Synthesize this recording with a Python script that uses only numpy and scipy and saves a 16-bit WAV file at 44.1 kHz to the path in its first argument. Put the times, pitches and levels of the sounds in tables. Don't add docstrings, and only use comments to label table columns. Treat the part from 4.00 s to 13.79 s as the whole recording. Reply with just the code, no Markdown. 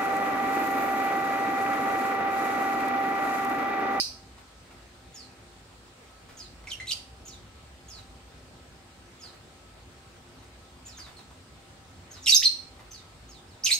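import sys
import numpy as np
from scipy import signal
from scipy.fft import rfft, irfft
from scipy.io import wavfile
from scipy.ndimage import uniform_filter1d, map_coordinates

SR = 44100
rng = np.random.default_rng(int(sys.argv[2]) if len(sys.argv) > 2 else 0)


def waveform_to_disk(signal):
    frames = np.transpose(np.atleast_2d(signal))
    scaled = np.clip(frames, -1, 1) * 32767
    samples = np.round(scaled).astype(np.int16)
    wavfile.write(sys.argv[1], SR, samples)


N = 431738
LEAD_S = 0.1

# (relative, per Hz)
AIR_SPECTRUM = [(20, -45), (38, -35), (48, -8.5), (75, -1), (100, 0), (122, -7), (160, -7), (300, -11.5),
                (600, -13), (1300, -16.5), (3200, -21), (4200, -21), (6300, -27), (8500, -24),
                (10000, -34.5), (15800, -39.5)]
AIR_DB = -52
# pitch_hz, likeness (0-1)
EAR_LIKENESS = [(60, 1), (150, 0.92), (380, 0.74), (950, 0.22), (2000, 0)]
# start_s, drone_db, traffic_db (only its departure from the mean counts)
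TRAFFIC = [(0.0, -67, -66.5), (0.19, -56, -57), (0.49, -63, -67.5), (0.65, -60, -59.5), (2.1, -65.5, -64),
           (2.53, -57, -56), (4.39, -55, -58), (4.55, -65, -56), (4.96, -63.5, -62), (7.12, -53.5, -58.5),
           (7.2, -62, -58.5), (8.24, -61, -57), (8.34, -65, -59.5), (8.97, -59, -56.5), (9.79, -61.5, -60)]
DRONE_HZ, DRONE_WANDER_HZ, WANDER_SPAN_S = 59.1, 4.1, 0.23
# pitch_hz, width_hz (of each of two resonances), level_db
HUM_TONES = [(257.6, 7.7, -66.5), (354, 8.4, -68), (780, 4.2, -69), (1295, 7, -70)]

# pitch_hz, t60_s
ROOM_DECAY = [(1500, 0.34), (2500, 0.41), (4200, 0.35), (5500, 0.4), (7000, 0.31), (9000, 0.39),
              (14000, 0.3)]
NEAR_ROOM_DB, FAR_ROOM_DB = -4, -1
# delay_s, left_db, right_db, right_later_s
BOUNCES = [(.0011, -41, -15.5, 0.012), (.0023, -16.5, -3, 0.011), (.0062, -4, -5.5, -0.0085),
           (0.01, -18.5, -8.5, -0.024)]
RIGHT_LAG_S = 0.000032

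# start_s, level_db (before a common 9 dB cut), centre_hz, t60_s
RUSTLES = [(0.376, -40.5, 781, 0.11), (0.706, -44.5, 1290, 0.14), (2.062, -53, 2280, 0.22),
           (2.285, -44.5, 705, 0.36), (2.637, -46.5, 770, 0.55), (3.968, -43.5, 606, 0.27),
           (5.233, -46.5, 791, 0.56), (5.33, -47, 740, 0.15), (6.156, -48, 1290, 0.13),
           (6.423, -40, 950, 0.09), (6.982, -40.5, 1250, 0.18), (7.061, -40, 970, 0.3),
           (7.188, -41.5, 770, 0.092), (7.302, -43, 1030, 0.11), (8.159, -42, 1130, 0.18),
           (8.789, -41.5, 767, 0.16)]

# pitch_hz, response_db (relative)
HISS_COLOUR = [(1200, -86), (2000, -8), (2500, 6), (3000, 4), (5000, 1.5), (7000, 5), (9000, 2.5),
               (12000, -29), (15000, -16)]
UPPER_HARMONICS_DB = [-8.5, -9, -17]
PITCH_WOBBLE = 0.017
OVERTONE_TOP_HZ = 15200

# start_s, held_s, length_s, held_hz, end_hz, drop_share (0-1 of the fall taken fast),
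# level_db, end_db (above level_db)
CHEEPS = [(1.136, .016, 0.12, 6980, 4020, 0.48, -51, -13), (2.369, 0.013, .1, 6770, 3700, 0.48, -50.5, -9),
          (3.25, .025, .105, 6910, 3570, .32, -51, -9), (3.879, 0.019, 0.12, 6770, 3790, 0.47, -50, -9.5),
          (5.195, .014, .11, 6900, 3700, 0.49, -52.5, -7.5), (6.851, .02, 0.12, 7220, 3460, 0.33, -52, -7),
          (6.969, .013, 0.12, 6560, 3480, 0.45, -50, -10), (7.164, 0.014, .05, 4340, 3650, 0.34, -58, -8),
          (8.105, .023, .091, 6530, 3620, 0.34, -55, -1), (8.213, .012, .038, 7240, 5070, 0.5, -52, 6),
          (8.908, 0.013, 0.099, 6340, 3610, 0.33, -51, -9),
          (9.282, 0.017, 0.12, 6670, 3410, 0.33, -58.5, -8),
          (9.478, 0.015, .079, 5500, 3610, 0.35, -65.5, 1)]
DROP_S = 0.0098
SCOOP = 0.88
SWELL_DB, FAR_PAN_DB = -14, -2.5
CURVE, CURVE_PER_DROP = 4.1, -6
EVEN_DROP, SHIFT_DB_PER_DROP = 0.44, 26
UNDER_DB, UNDER_DB_PER_DROP = -15.5, 60

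# (start_s, pitch_hz, level_db)
NOTES = [ (-14, 3, [(-.06, 3687, -27), (-.05, 6200, -19), (-.04, 5700, -20.5), (-.03, 4000, -21),
         (-.018, 4614, -19.5), (-.002, 5200, -22)]), (-13, -5, [(2.671, 2700, -41), (2.676, 2030, -41.5),
         (2.687, 2350, -44)]), (-13.5, -2, [(2.685, 5530, -46), (2.698, 5660, -55), (2.704, 4320, -40),
         (2.711, 3420, -45), (2.718, 3090, -32), (2.73, 2820, -45), (2.742, 2750, -40)]),
         (-17, 0.5, [(2.8, 1960, -33.5), (2.804, 2050, -39.5), (2.813, 2020, -41)]),
         (-19, 3, [(2.82, 2020, -52), (2.826, 2090, -43), (2.833, 1990, -52)]),
         (-9.5, 2.5, [(2.857, 2040, -48), (2.868, 2033, -52), (2.874, 3920, -40), (2.882, 3825, -39),
         (2.886, 4600, -37), (2.897, 3920, -35.5), (2.908, 3514, -33.5), (2.912, 2665, -30),
         (2.917, 3210, -36.5), (2.92, 4640, -24.5), (2.926, 5300, -47)]), (-6, 6, [(8.2597, 3550, -37),
         (8.2615, 3880, -23), (8.2632, 3530, -31)]), (-6, -3, [(8.267, 3900, -23), (8.27, 3020, -23),
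         (8.273, 2610, -30)]), (-9, 8.5, [(8.274, 2650, -24), (8.283, 2840, -21), (8.289, 2740, -27.5),
         (8.292, 2370, -28)]), (-10, 2, [(8.292, 4800, -22), (8.296, 4550, -10), (8.299, 4690, -19),
         (8.303, 5900, -14), (8.307, 6600, -25), (8.313, 6060, -27)]), (-25, 0, [(8.313, 5910, -29),
         (8.317, 5360, -35), (8.322, 4090, -12), (8.337, 3580, -18.5), (8.341, 3900, -25),
         (8.344, 4550, -18), (8.347, 4760, -17.5)]), (-22.5, 1.5, [(8.346, 6290, -11.5),
         (8.354, 6400, -16.5), (8.364, 5220, -14.5), (8.369, 5260, -14), (8.377, 5920, -28),
         (8.38, 5980, -30)]), (-26, -4, [(8.418, 1607, -49), (8.426, 1963, -32), (8.431, 3160, -22.5),
         (8.436, 4570, -21.5), (8.442, 5680, -33), (8.445, 6040, -24), (8.449, 4770, -24),
         (8.453, 4165, -14.5), (8.46, 4313, -10.5), (8.467, 4133, -15)]), (-23, 1, [(9.636, 4640, -38),
         (9.639, 5400, -22.5), (9.643, 6300, -35), (9.647, 6200, -21.5), (9.652, 6300, -23)]),
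         (-8, 1, [(9.654, 6480, -33), (9.657, 6330, -29), (9.66, 4380, -18), (9.663, 3800, -27),
         (9.667, 2944, -22.5), (9.673, 2506, -29), (9.684, 2760, -40), (9.692, 2352, -27.5),
         (9.699, 2524, -35), (9.707, 2160, -29)]), (-12, 6.5, [(9.709, 3400, -26), (9.712, 3720, -22.5),
         (9.719, 4170, -19.5), (9.726, 4330, -18), (9.733, 4070, -22)]), (-15, -2, [(9.734, 4130, -20),
         (9.738, 5960, -25), (9.743, 6500, -27.5), (9.765, 6570, -37)])]
# pitch_hz, level_db (above the first)
SECOND_HARMONIC = [(2000, -14.5), (2600, -7), (3500, -8), (4300, -16.5), (5300, -20.5), (6400, -9.5)]
HISS_DB_PER_OCTAVE, MIDDLE_HZ = 3, 4000
UNEVEN_DB, RASP = 1.1, 0.11
NEAR_PAN_DB = -2.5

# pitch_hz, response_db
MICROPHONE = [(7000, 0.02), (8500, -0.74), (9800, -1.5), (11300, -0.5), (12500, -3), (14000, -1),
              (15000, -0.5)]
EDGE_HZ = 15750


def gain_of(db):
    return 10 ** (np.asarray(db) / 20)


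def evened(x):
    return x / np.sqrt(np.mean(x ** 2) + 1e-20)


def read(points, hz):
    f, value = np.transpose(points)
    return np.interp(np.log(hz + 1), np.log(f + 1), value)


def drift(n, span):
    once = uniform_filter1d(rng.standard_normal(n), int(span))
    return evened(uniform_filter1d(once, int(span)))


def resonate(x, hz, width):
    carrier = np.exp(2j * np.pi * np.cumsum(hz * np.ones(len(x))) / SR)
    r = np.exp(-np.pi * width / SR)
    return 2 * (carrier * signal.lfilter([1 - r], [1, -r], x / carrier)).real


def add(mix, s, sound, pan_db=0):
    part = mix[:, round((s + LEAD_S) * SR):][:, :len(sound)]
    part += gain_of([[pan_db / 2], [-pan_db / 2]]) * sound[:part.shape[1]]


def air():
    frames, hz = N // 512 + 5, np.fft.rfftfreq(2048, 1 / SR)
    a, b, c, d, patches = rng.standard_normal((frames, len(hz), 5)).T
    patches = evened(uniform_filter1d(uniform_filter1d(patches, 24, 0), 5, 1))
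    t = np.arange(frames) * 512 / SR
    s, _, traffic_db = np.transpose(TRAFFIC)
    reach = 1 / (1 + (hz / 160) ** 2)
    swell_db = reach[:, None] * (np.interp(t, s, traffic_db) - traffic_db.mean())
    likeness = np.clip(read(EAR_LIKENESS, hz), -1, 1)[:, None]
    left = a + 1j * b
    right = likeness * left + np.sqrt(1 - likeness ** 2) * (c + 1j * d)
    colour_db = read(AIR_SPECTRUM, hz)[:, None] + 1.3 * patches + swell_db
    spectra = np.array([left, right]) * gain_of(colour_db)
    noise = signal.istft(spectra, nperseg=2048, noverlap=1536)[1][:, :N]
    return gain_of(AIR_DB) * evened(noise)


def hum():
    noise, t = rng.standard_normal(N), np.arange(N) / SR
    s, drone_db, _ = np.transpose(TRAFFIC)
    drone_hz = DRONE_HZ + DRONE_WANDER_HZ * drift(N, WANDER_SPAN_S * SR)
    drone = evened(resonate(resonate(noise, drone_hz, 8.1), drone_hz, 8.5))
    total = gain_of(np.interp(t, s, drone_db)) * drone
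    for hz, width, db in HUM_TONES:
        total += gain_of(db) * evened(resonate(resonate(noise, hz, width), hz, width))
    return total


def room(x):
    taps = np.zeros((2, 30000))
    grid = np.arange(260, 29900, 24)
    at = grid + rng.integers(0, 24, (2, len(grid)))
    np.put_along_axis(taps, at, rng.choice([-1., 1.], at.shape), 1)
    hz, t, z = signal.stft(taps, SR, nperseg=256)
    early = 1 + 0.23 * np.exp(-t / 0.019)
    decay = gain_of(-60 * t / read(ROOM_DECAY, hz)[:, None])
    tail = signal.istft(z * early * decay, SR, nperseg=256)[1]
    return signal.fftconvolve(x, tail / np.linalg.norm(tail[0]), axes=1)[:, :x.shape[1]]


def bounce(x):
    taps = np.zeros((2, 800))
    taps[:, 0] = 1
    for s, left_db, right_db, later in BOUNCES:
        taps[0, round(s * SR)] += gain_of(left_db)
        taps[1, round((s + later) * SR)] += gain_of(right_db)
    return signal.oaconvolve(x, taps, axes=1)[:, :x.shape[1]]


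def rustle(db, hz, t60):
    t = np.arange(0, 0.25, 1 / SR)
    grit = rng.standard_normal(len(t)) * gain_of(2.5 * drift(len(t), 90))
    attack = np.minimum(t / 0.0042, 1)
    return gain_of(db - 9 - 60 * t / t60) * attack * evened(resonate(grit, hz, 1060))


def whistle(hz, level_db, second_db, rasp, hiss_db):
    n = len(hz)
    phase = 2 * np.pi * np.cumsum(hz * (1 + PITCH_WOBBLE * drift(n, 30))) / SR
    flutter = 1 + rasp * drift(n, 34)
    harmonics_db = [0, second_db] + [second_db + db for db in UPPER_HARMONICS_DB]
    tone = np.zeros(n)
    for k, db in enumerate(harmonics_db, start=1):
        fade = 1 + (k * hz / OVERTONE_TOP_HZ) ** 12
        tone += gain_of(db) * np.sin(k * phase) / fade
    white = rfft(rng.standard_normal(n))
    hiss = evened(irfft(white * gain_of(read(HISS_COLOUR, np.fft.rfftfreq(n, 1 / SR))), n))
    ramp = np.minimum(np.arange(n), np.arange(n)[::-1]) / (0.00095 * SR)
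    voice = np.sqrt(2) * tone + gain_of(hiss_db) * hiss
    return gain_of(level_db) * voice * flutter * np.minimum(ramp, 1)


def cheep(held, length, held_hz, end_hz, drop, db, end_db):
    t = np.arange(0, length, 1 / SR)
    knee = held + DROP_S
    knee_hz = held_hz - drop * (held_hz - end_hz)
    curve = CURVE + CURVE_PER_DROP * drop
    u = np.clip((t - knee) / (length - knee), 0, 1)
    sag = (1 - np.exp(-curve * u)) / (1 - np.exp(-curve))
    bend_hz = [SCOOP * held_hz, held_hz, 0.985 * held_hz, knee_hz]
    glide_hz = np.interp(t, [0, held / 3, held, knee], bend_hz) + (end_hz - knee_hz) * sag
    hz = uniform_filter1d(glide_hz, size=120)

    excess = drop - EVEN_DROP
    shift_db = SHIFT_DB_PER_DROP * excess
    shape_db = [SWELL_DB - shift_db, -shift_db, -shift_db, shift_db, end_db]
    level_db = db + np.interp(t, [0, held / 2, held, knee, length], shape_db)
    under_db = db + UNDER_DB + UNDER_DB_PER_DROP * excess - np.interp(t, [held, knee], [0, 25])
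    level_db = level_db + 3.2 * drift(len(t), 200)
    hz = hz * (1 + 0.008 * drift(len(t), 300))
    second_db = np.interp(t, [held, knee], [-11, -19])
    voice = whistle(hz, level_db, second_db, rasp=0.18, hiss_db=-10.5)
    return voice + whistle(hz / 2, under_db, -34, rasp=0.19, hiss_db=-32)


def note(hiss_db, bright_db, bends):
    s, *columns = np.transpose(sorted(bends))
    t = np.arange(s[0], s[-1] + 0.0017, 1 / SR)
    hz, level_db = (uniform_filter1d(np.interp(t, s, c), size=40) for c in columns)
    level_db = level_db + UNEVEN_DB * drift(len(t), 110)
    second_db = read(SECOND_HARMONIC, hz) + bright_db
    hoarse_db = hiss_db + HISS_DB_PER_OCTAVE * np.log2(MIDDLE_HZ / hz)
    return s[0], whistle(hz, level_db, second_db, RASP, hoarse_db)


def scene():
    near, far = np.zeros((2, 2, N + round(LEAD_S * SR)))
    for row in NOTES:
        add(near, *note(*row), pan_db=NEAR_PAN_DB)
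    for s, *shape in CHEEPS:
        add(far, s, cheep(*shape), FAR_PAN_DB)
    for s, *shape in RUSTLES:
        add(far, s, rustle(*shape))
    echoes = room(gain_of(NEAR_ROOM_DB) * near + gain_of(FAR_ROOM_DB) * far)
    left, right = bounce(near + far)
    places = np.arange(len(right)) - RIGHT_LAG_S * SR
    direct = np.array([left, map_coordinates(right, [places], order=3)])
    return (direct + echoes)[:, -N:] + air() + hum()


def record(dry):
    dry = irfft(rfft(dry) * gain_of(read(MICROPHONE, np.fft.rfftfreq(N, 1 / SR))), N)
    power_db = 10 * np.log10(abs(uniform_filter1d((dry ** 2).mean(0), 600)) + 1e-12)
    fall_db = np.arange(N) * 60 / SR
    peak_db = np.maximum.accumulate(power_db + fall_db) - fall_db
    over_db = np.maximum(peak_db + 23.5, 0)
    ducked = dry / gain_of(0.26 * uniform_filter1d(over_db, size=200))
    low_pass = signal.firwin(1023, EDGE_HZ, window=("kaiser", 9), fs=SR)
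    return signal.oaconvolve(ducked, low_pass[None], "same", axes=1)


dry = scene()
out = record(dry)
waveform_to_disk(out)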